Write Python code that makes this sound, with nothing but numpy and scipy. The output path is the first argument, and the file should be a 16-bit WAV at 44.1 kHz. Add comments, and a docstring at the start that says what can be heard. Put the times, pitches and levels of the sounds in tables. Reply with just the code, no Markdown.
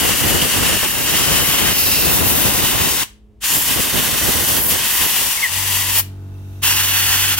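"""A blow gun's air jet cleans a small hand-held vacuum motor and its fan: three long blasts.
The turbulent jet hisses on the parts and excites the resonances of the fan housing; deflected air
buffets the microphone and briefly sounds edge tones. Air seeps from the valve before the last blast.
Near the end of the middle blast a piston compressor cuts in and hums on. The concrete yard returns
a short echo of the jet, and machinery drones far off."""
import sys
import numpy as np
from scipy import signal
from scipy.fft import rfft, irfft, next_fast_len
from scipy.io import wavfile

SR = 44100
rng = np.random.default_rng(int(sys.argv[2]) if len(sys.argv) > 2 else 0)


def generate_wav(signal):
    """Clip the signal to [-1, 1] and save it as 16-bit WAV at the path in sys.argv[1]."""
    frames = np.transpose(np.atleast_2d(signal))
    scaled = np.clip(frames, -1, 1) * 32767
    pcm = np.round(scaled).astype(np.int16)
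    wavfile.write(sys.argv[1], SR, pcm)


N = 325899
TIME = np.arange(N) / SR

# Trigger pulls; the finger slips once in the last blast, which thus takes two rows.
# Each row: start of opening, time taken to open, start of closing, all in seconds.
TRIGGER_PULLS = [(-.2, .03, 3.033), (3.4, 0.044, 6.001), (6.615, 0.022, 7.348), (7.351, 0.03, 8.25)]
# Strength of the jet's impact. Each row: time in seconds, overall gain, sizzle gain, housing gain in dB.
JET_GAINS = [
    [(0, -21.5, 1.0, -2), (0.3, -21.0, 0.5, -4), (0.85, -22.5, 0.5, -1), (1.2, -19, -1, -3.5),
     (1.68, -20.5, 0, -0.5), (1.79, -19, 2.5, -4.5), (2.3, -21.5, 5.5, -6), (2.5, -20.5, 2, -4.5),
     (3.02, -21.0, -0.5, -3.5)],
    [(3.44, -24.5, -3, -3), (3.52, -21.0, 3, -5), (3.9, -24, 3, -1.5), (4.2, -21, 1, -4.0),
     (4.7, -22, 6, -4.5), (4.8, -22.5, 0.5, -2), (4.92, -22.5, 4.5, -2.5), (5.3, -21, 0.5, -5),
     (5.47, -25.5, -0.5, -3), (5.75, -22.0, 2, -5), (5.88, -24.5, 1.0, -4.5), (5.99, -20, 7.5, -4)],
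    [(6.64, -19.0, -1, -3), (6.9, -21, 1, -2.0), (7.1, -18.5, -1, -1.5), (7.33, -20.0, 0, -2)],
]
# The fan housing's resonance shifts with the aim. Each row: time in seconds, frequency in Hz.
HOUSING_RESONANCE = [(0, 2835), (.83, 2874), (1.02, 2720), (1.06, 2924), (1.73, 3007), (1.8, 2680),
                     (2.0, 2668), (2.64, 2950), (3.5, 3025), (4.78, 3050), (5.5, 2856), (7.39, 2931)]
# Where the jet strikes, as heard at the microphone's two ports. Each row: time in seconds,
# lead of the left port in microseconds, coherence 0-1, left minus right level in dB.
JET_AIM = [(0, 0, 0.2, -0.5), (.6, 13, .17, 0), (1.1, 56, 0.33, -1), (1.65, 65, 0.55, 0),
           (1.95, 41, .56, -2), (2.3, 62, .42, -0.5), (3.03, 47, 0.62, 0), (3.44, 3, 0.43, -1),
           (4.9, 11, .3, -1.4), (5.5, 10, 0.09, 1), (6.63, 61, .75, -1.8), (7.39, 66, 0.64, -2)]
# Spectra of the jet's hiss, its fine sizzle and the rush through the housing.
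# Each row: frequency in Hz, relative spectral density in dB.
HISS_SPECTRUM = [(2200, -19), (3300, 4.5), (4100, -3.5), (5000, -0.5), (5700, 1.5), (6400, -1), (7200, 0.5),
                 (8000, 1), (8900, 0.5), (9800, 2), (11500, -10.5), (15000, -32)]
SIZZLE_SPECTRUM = [(7500, -19.5), (9500, -12), (10400, -2.5), (11700, 0), (12600, 0), (13400, -1),
                   (14200, -1), (15300, 0), (16500, -5)]
RUSH_SPECTRUM = [(100, -19), (300, -9), (550, -27), (750, -0.5), (1000, 0), (1350, 2), (1650, 2.5),
                 (1950, 3), (2300, 0.5), (2900, -7), (4500, -30)]
# The nozzle swerves into the fan (+) or off it (-).
# Each row: midpoint in seconds, length in seconds, change of the housing's ring in dB.
NOZZLE_SWERVES = [(0.12, .08, 2), (0.402, .05, 3.5), (0.524, 0.079, 3), (0.693, .12, 2.5),
                  (0.916, 0.087, -4.5), (1.017, 0.088, -4.5), (1.077, 0.047, 3), (1.355, .09, 1),
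                  (1.461, 0.074, -4.5), (1.83, .17, -3.5), (2.308, 0.034, 1.5), (2.467, .08, 2),
                  (2.65, 0.11, 2), (3.474, 0.024, -3), (3.605, 0.092, -4), (3.773, 0.15, 1.5),
                  (3.97, 0.044, 1), (4.65, 0.084, -10), (4.732, .05, 2.5), (5.168, 0.027, 1.5),
                  (5.966, 0.042, 1.5), (6.64, 0.027, 0.5)]
# Grazing an edge narrows part of the hiss to a band.
# Each row: midpoint in seconds, length in seconds, band centre in Hz, share of the hiss 0-1.
EDGE_GRAZES = [(0.918, .3, 5000, 0), (1.902, .3, 4876, .3), (3.53, .25, 6780, 0.14),
               (7.002, .8, 5870, 0.04)]
# Air modes of the hollow between housing and palm.
# Each row: centre in Hz, half-width in Hz, relative level in dB.
HOLLOW_MODES = [(976, 204, 0), (1966, 190, -0.5), (2500, 160, -4), (5854, 710, -2.5)]
# Turning the motor opens that hollow. Each row: time in seconds, its share of the rush 0-1.
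HOLLOW_SHARE = [(0, 0), (2.1, 0), (3.03, 0.33), (4.6, 0.34), (6.0, 1), (6.63, 0.08), (7.39, 0.04)]
# Early reflections off motor and hand. Each row: mean delay in milliseconds, gain.
NEAR_REFLECTIONS = [(.45, .16), (.7, .17), (1.1, .16), (1.9, .13)]
# The two ports differ in colour. Each row: frequency in Hz, left minus right level in dB.
PORT_BALANCE = [(100, -4.5), (800, 1), (1300, -2), (2200, 1.5), (3200, 3), (4100, 1.5), (5000, 2.5),
                (5900, 1.5), (7500, 2), (9000, 3.5), (11500, 4), (13300, 1.2), (15500, 3.5)]
# Edge tones. Each row: midpoint in seconds, length in seconds, pitch at the midpoint in Hz, level in dB.
EDGE_TONES = [(5.178, .025, 2900, -25), (5.383, .016, 2130, -25), (5.446, 0.041, 2047, -16)]
# Steady spill of air onto the microphone. Each row: time in seconds, relative level in dB.
AIR_SPILL = [(0, -35), (.7, -33), (.95, -43.5), (1.3, -31), (2.6, -31), (3.0, -35.5), (3.5, -38),
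             (3.7, -36), (4.6, -32), (5.45, -50.5), (7.39, -42.5)]
# Gusts thrown at the microphone.
# Each row: midpoint in seconds, length in seconds, relative level in dB, left minus right level in dB.
AIR_GUSTS = [(.07, 0.13, -25, 2.5), (0.235, 0.096, -26.5, 0), (.36, 0.22, -25.5, 0),
             (0.604, 0.11, -26.5, -3), (0.717, .1, -26, -1), (0.847, 0.033, -27, 1), (1.1, 0.31, -29, -2.5),
             (1.35, 0.17, -26.5, 1.5), (1.63, 0.17, -26.5, 2), (2.21, 0.37, -23, 3), (2.468, 0.12, -26, 4),
             (2.602, 0.11, -26, 2), (2.799, .2, -27.5, -1), (3.546, 0.078, -29, -17),
             (3.712, 0.033, -28, -1), (3.786, 0.041, -25, 5), (3.856, 0.057, -29.5, -17),
             (3.972, 0.058, -23, -8), (4.087, 0.2, -33, -19), (4.264, 0.084, -26, -5),
             (4.396, 0.14, -29, -20), (4.551, 0.093, -28.5, -24), (4.71, .11, -31, -17),
             (5.03, .07, -30, -10), (5.232, 0.085, -35, -9)]
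# Spectra of the wind on the microphone, the seeping air, the compressor's intake and the yard's murmur.
# Each row: frequency in Hz, relative spectral density in dB.
WIND_SPECTRUM = [(15, -30.5), (30, -12), (60, 2.5), (100, 1), (160, -2), (250, -1), (350, -3), (600, -7),
                 (1000, -10), (2000, -16), (5000, -32.5)]
SEEP_SPECTRUM = [(1500, -8), (2700, 2), (3700, 0), (5000, -5), (5900, 2), (7300, -5), (8800, -4),
                 (10300, -4), (13000, 0), (15500, -3)]
INTAKE_SPECTRUM = [(60, 3.5), (150, 3), (300, -5), (500, -9), (1000, -14), (1550, -13), (2200, -19.5),
                   (3200, -21), (5000, -24), (14000, -29)]
YARD_SPECTRUM = [(20, -19), (55, 0), (100, -8), (170, -21), (400, -22), (700, -31.5), (1500, -42.5),
                 (3000, -44.5), (4500, -51), (16000, -58)]
# Thin whistles of the seeping air. Each row: frequency in Hz, level in dB relative to its noise.
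SEEP_TONES = [(2680, -10), (3700, -11)]
# The compressor's harmonics. Each row: multiple of the stroke rate, relative level in dB.
STROKE_HARMONICS = [(1, -17), (2, 0), (3, -15), (4, -26), (5, -28), (6, -18), (7, -23), (8, -25), (9, -29),
                    (10, -34), (11, -40), (14, -30), (17, -33), (18, -34), (19, -38), (21, -37), (26, -40),
                    (30, -37), (31, -41), (32, -40)]
# Reverberation of the yard. Each row: frequency in Hz, time to decay by 60 dB in seconds.
YARD_T60 = [(200, 0.45), (1000, 0.32), (3000, 0.32), (8000, 0.25), (15000, 0.18)]
# Tones of the far machinery. Each row: frequency in Hz, level in dB.
MACHINE_TONES = [(53, -55), (59.5, -49.5), (106, -69), (212, -56.5), (322, -66), (421, -65)]

SURGE_DB, SURGE_S = 3.5, 0.15
HISS_DB, SIZZLE_DB, RING_DB, RUSH_DB = 1.0, 1.0, -1.44, -4.0
HISS_SWERVE_SHARE, RUSH_SWERVE_SHARE = 0.61, 0.65
REST_SHARPNESS, GRAZE_SHARPENS, GRAZE_RUSH_DB = 0.17, 1.1, -10   # grazing: sharper ring, weaker rush
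EDGE_TONE_FALL_HZ_PER_S = 10000
SEEP_FROM_S, SEEP_TO_S, SEEP_END_DB, SEEP_RISE_DB_PER_S = 6.0, 6.63, -51, 24
SWITCH_ON_S, RUN_UP_S, SWELL_S = 5.45, 0.05, 0.079
STROKES_PER_S, START_STROKES_PER_S, COMPRESSOR_DB = 47.66, 38, -30.8
MOTOR_HZ, MOTOR_DB, OTHER_HARMONICS_DB = 196.3, -19, -44   # levels relative to the compressor's


def jet():
    """Turbulence striking a solid radiates broadband noise and drives the cavity behind it."""
    level_db, sizzle_db, housing_db = in_time(np.vstack(JET_GAINS))
    lead_us, coherence, pan_db = in_time(JET_AIM)
    swerve_db = sum(db * swell(s, length) for s, length, db in NOZZLE_SWERVES)
    graze = sum(share * swell(s, length) for s, length, _, share in EDGE_GRAZES)
    edge_hz, = in_time([(s + side * length / 2, hz)
                        for s, length, hz, _ in EDGE_GRAZES for side in (-1, 1)])
    hiss = blend(noise(HISS_SPECTRUM, channels=3), resonant_noise(edge_hz, width_hz=1060), graze)
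    hiss = from_db(HISS_DB + HISS_SWERVE_SHARE * swerve_db) * at_ports(hiss, coherence, lead_us)
    sizzle_gain = from_db(SIZZLE_DB + sizzle_db + 0.45 * drift(12))
    sizzle = sizzle_gain * at_ports(noise(SIZZLE_SPECTRUM, channels=3), 0.72 * coherence, lead_us)
    housing = from_db(housing_db) * at_ports(fan_housing(swerve_db, graze), 0.74, lead_us)
    flutter = from_db(0.9 * drift(20))   # the jet flaps on the edges it meets
    envelope = from_db(level_db + hose_surge()) * flutter * valve(shut_s=0.0081, inertia=1.0)
    return envelope * panned(pan_db) * (hiss + sizzle + housing)


def valve(shut_s, inertia):
    """A valve throttles the flow: a quadratic rise, stretched by inertia, and an exponential fall."""
    flow = 0
    for on, rise, off in TRIGGER_PULLS:
        opening = np.clip((TIME - on) / (rise * inertia), 0, 1) ** 2
        flow = flow + opening * np.exp(-np.maximum(TIME - off, 0) / shut_s)
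    return flow


def hose_surge():
    """Stored pressure adds decibels at the start of a blast, if the hose has had time to refill."""
    rested = [pull for before, pull in zip([None] + TRIGGER_PULLS, TRIGGER_PULLS)
              if before is None or pull[0] - before[2] > SURGE_S]
    return sum(SURGE_DB * (TIME > on) * np.exp(-np.maximum(TIME - on - rise, 0) / SURGE_S)
               for on, rise, _ in rested)


def fan_housing(swerve_db, graze):
    """Cavity resonance: the blown housing rings in a moving band while air rushes through it."""
    ring_hz, = in_time(HOUSING_RESONANCE)
    hollow_share, = in_time(HOLLOW_SHARE)
    broad = resonant_noise(ring_hz + 40, width_hz=660)
    sharp = resonant_noise(ring_hz, width_hz=190)
    ring = blend(broad, sharp, REST_SHARPNESS * (1 - hollow_share) + GRAZE_SHARPENS * graze)
    rush = blend(noise(RUSH_SPECTRUM, channels=3), from_db(3.0) * palm_hollow(), hollow_share)
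    ring_db = RING_DB + swerve_db + 1.14 * drift(10)
    rush_db = RUSH_DB + RUSH_SWERVE_SHARE * swerve_db + GRAZE_RUSH_DB * graze + 0.55 * drift(8.3)
    return from_db(ring_db) * ring + from_db(rush_db) * rush


def resonant_noise(centre_hz, width_hz):
    """A resonance driven by turbulence gives a band of noise: a carrier of random amplitude and phase."""
    phase = phase_of(centre_hz)
    in_phase, quadrature = drift(width_hz, channels=3), drift(width_hz, channels=3)
    return rms_one(in_phase * np.cos(phase) + quadrature * np.sin(phase))


def palm_hollow():
    """The stationary air modes between housing and palm filter the turbulence."""
    def response(hz):
        return sum(from_db(db) / np.sqrt(width) / (1 + ((hz - centre) / width) ** 2) ** 0.93
                   for centre, width, db in HOLLOW_MODES)
    return rms_one(filtered(rng.standard_normal((3, N)), response))


def with_near_reflections(direct):
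    """Comb filtering: reflections off the turning motor slide in delay and give a shifting colour."""
    total = direct.copy()
    for ms, gain in NEAR_REFLECTIONS:
        delays_s = ms / 1000 * (1 + 0.05 * drift(0.7, channels=2))
        total += gain * np.array([np.interp(TIME - s, TIME, side) for side, s in zip(direct, delays_s)])
    return total


def edge_tones():
    """A jet crossing a slot oscillates about its edge and sounds short, rough, falling tones."""
    tones = 0
    for s, length, hz, db in EDGE_TONES:
        pitch_hz = hz - EDGE_TONE_FALL_HZ_PER_S * np.clip(TIME - s, -length / 2, length / 2)
        phase = phase_of(pitch_hz * (1 + 0.032 * drift(218)[0]))
        envelope = swell(s, length) * from_db(db + 1.1 * drift(120))
        tones = tones + envelope * rms_one(np.sin([phase, phase - 0.7]))
    return tones


def buffeting():
    """Eddies in the deflected air press on each port separately and make a lumpy rumble."""
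    spill_db, = in_time(AIR_SPILL)
    gust_power = sum((from_db(db) * panned(pan_db)[:, None]) ** 2 * swell(s, length)
                     for s, length, db, pan_db in AIR_GUSTS)
    level = from_db(4.5) * np.sqrt(from_db(spill_db) ** 2 + gust_power)
    eddies = from_db(1.9 * drift(32, channels=2) + drift(21))
    rumble = rms_one(noise(WIND_SPECTRUM, channels=2) * eddies)
    return level * rumble * valve(shut_s=0.01, inertia=3.7)


def valve_seep():
    """Air seeps from the valve before the last blast and grows louder as the nozzle approaches; the trickle
    sings faintly in the fan."""
    level_db = SEEP_END_DB - SEEP_RISE_DB_PER_S * np.maximum(SEEP_TO_S - TIME, 0)
    air = noise(SEEP_SPECTRUM, channels=2)
    for hz, db in SEEP_TONES:
        air = air + from_db(db) * rms_one(drift(70, channels=2) * np.sin(2 * np.pi * hz * TIME))
    leaking = (TIME > SEEP_FROM_S) * (TIME < SEEP_TO_S)
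    return leaking * from_db(level_db + drift(25)) * air


def compressor():
    """Periodic piston strokes run up and give a harmonic series, with motor hum and pulsing intake noise."""
    running_s = np.maximum(TIME - SWITCH_ON_S, 0)
    stroke_hz = STROKES_PER_S + (START_STROKES_PER_S - STROKES_PER_S) * np.exp(-running_s / RUN_UP_S)
    level = from_db(COMPRESSOR_DB) * (1 - np.exp(-(running_s / SWELL_S) ** 2))
    phase = phase_of(stroke_hz * (1 + 0.00175 * drift(6.4)[0]))
    port_phase = phase + 0.055 * np.array([[0.5], [-0.5]])   # walls put the ports out of step
    harmonic_db = dict(STROKE_HARMONICS)
    strokes = sum(from_db(harmonic_db.get(k, OTHER_HARMONICS_DB)) * np.sin(k * port_phase + offset)
                  for k, offset in enumerate(rng.uniform(0, 2 * np.pi, size=32), 1))
    motor = from_db(MOTOR_DB) * np.sin(2 * np.pi * MOTOR_HZ * TIME)
    intake = from_db(-18.5) * distant(noise(INTAKE_SPECTRUM, channels=3), coherence=0.089)
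    pulsing = 1 + 0.22 * np.sin(2 * phase)
    hum = np.sqrt(2) * (strokes + motor) * from_db(0.34 * drift(8.7))
    return level * (hum + intake * pulsing)


def yard_echo(source):
    """Reverberation: walls and ground return a short, exponential tail whose treble dies first."""
    t = TIME[:SR // 2]
    edges_hz = np.geomspace(100, 18000, 9)
    tail = 0
    for low, high in zip(edges_hz, edges_hz[1:]):
        band_pass = signal.butter(2, [low, high], "band", fs=SR, output="sos")
        band = signal.sosfilt(band_pass, rng.standard_normal((2, len(t))))
        tail = tail + band * from_db(-60 * t / at_hz(YARD_T60, np.sqrt(low * high)))
    tail = tail * (t > 0.007)   # the first reflection arrives after 7 ms
    return signal.fftconvolve(source, tail / np.sqrt(np.sum(tail ** 2) / 2), axes=1)[:, :N]


def far_machinery():
    """Neighbouring tones of far machines beat against each other over the low murmur of the yard."""
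    drone = 0
    for hz, db in MACHINE_TONES:
        amplitude = np.sqrt(2) * from_db(db + 0.83 * drift(4.7)[0])
        drone = drone + amplitude * np.sin(2 * np.pi * hz * TIME + rng.uniform(0, 2 * np.pi))
    return drone + from_db(-49.0) * distant(noise(YARD_SPECTRUM, channels=3), coherence=0.62)


def at_ports(three, coherence, lead_us):
    """Path difference: the first signal is direct and reaches the right port later; two are scattered."""
    fine = signal.resample_poly(three[0], 4, 1)   # oversampling keeps the treble under a moving delay
    late = np.interp((TIME - lead_us / 10 ** 6) * SR * 4, np.arange(len(fine)), fine)
    return blend(three[1:], np.array([three[0], late]), coherence)


def distant(three, coherence):
    """Partial coherence: the first signal reaches both ports at once; the other two are scattered."""
    return blend(three[1:], three[0], coherence)


def panned(pan_db):
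    """A level difference sets the left and right gains at constant total power."""
    gains = from_db(np.array([pan_db, -pan_db]) / 2)
    return gains / np.sqrt(np.mean(gains ** 2, axis=0))


def blend(a, b, share):
    """Uncorrelated sounds add in power, so they cross-fade with square-root gains."""
    share = np.clip(share, 0, 1)
    return np.sqrt(1 - share) * a + np.sqrt(share) * b


def noise(spectrum, channels):
    """Filtering white noise gives uncorrelated noises of one colour, rms 1."""
    return rms_one(filtered(rng.standard_normal((channels, N)), lambda hz: from_db(at_hz(spectrum, hz))))


def drift(rate_hz, channels=1):
    """Noise through two one-pole low-passes fluctuates smoothly, with rms near 1."""
    step = 50 if rate_hz < 60 else 1   # slow fluctuations need only a coarse grid
    run_in = 2000
    pole = np.exp(-2 * np.pi * rate_hz * step / SR)
    white = rng.standard_normal((channels, N // step + 2 + run_in))
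    smooth = rms_one(signal.lfilter([1], [1, -2 * pole, pole * pole], white)[:, run_in:])
    return np.array([np.interp(np.arange(N) / step, np.arange(len(row)), row) for row in smooth])


def filtered(x, gain_at):
    """A linear filter multiplies the spectrum by a gain that depends on frequency."""
    size = next_fast_len(N, real=True)
    hz = np.maximum(np.fft.rfftfreq(size, 1 / SR), 1)
    return irfft(rfft(x, size) * gain_at(hz), size)[..., :N]


def swell(middle_s, length_s):
    """A flat-topped window 0-1, whose length is its full width at half height."""
    return 0.5 ** np.minimum((2 * (TIME - middle_s) / length_s) ** 4, 60)


def in_time(rows):
    """Linear interpolation in time gives one curve for each column after the first."""
    seconds, *columns = np.transpose(rows)
    return [np.interp(TIME, seconds, column) for column in columns]


def at_hz(points, hz):
    """Interpolation on a logarithmic frequency axis."""
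    table_hz, values = np.transpose(points)
    return np.interp(np.log(hz), np.log(table_hz), values)


def phase_of(hz):
    """Phase is the time integral of frequency."""
    return 2 * np.pi * np.cumsum(hz) / SR


def from_db(db):
    """Amplitude grows tenfold for every 20 dB."""
    return 10 ** (np.asarray(db) / 20)


def rms_one(x):
    """Normalisation to unit mean power."""
    return x / np.sqrt(np.mean(np.abs(x) ** 2) + 1e-20)


def scene():
    """Superposition of the blasts, their echo, the stray air and the machines behind."""
    blasts = with_near_reflections(jet()) + edge_tones()
    blasts = filtered(blasts, lambda hz: panned(at_hz(PORT_BALANCE, hz)))
    echo = from_db(-16.5) * yard_echo(blasts)
    return blasts + echo + valve_seep() + buffeting() + compressor() + far_machinery()


def record(dry):
    """Soft saturation rounds only the tallest peaks; a steep low-pass cuts the top of the treble."""
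    ceiling, cutoff_hz = 0.78, 15800
    rounded = dry / (1 + (dry / ceiling) ** 8) ** (1 / 8)
    return signal.sosfilt(signal.ellip(12, 0.1, 80, cutoff_hz, fs=SR, output="sos"), rounded)


dry = scene()
out = record(dry)
generate_wav(out)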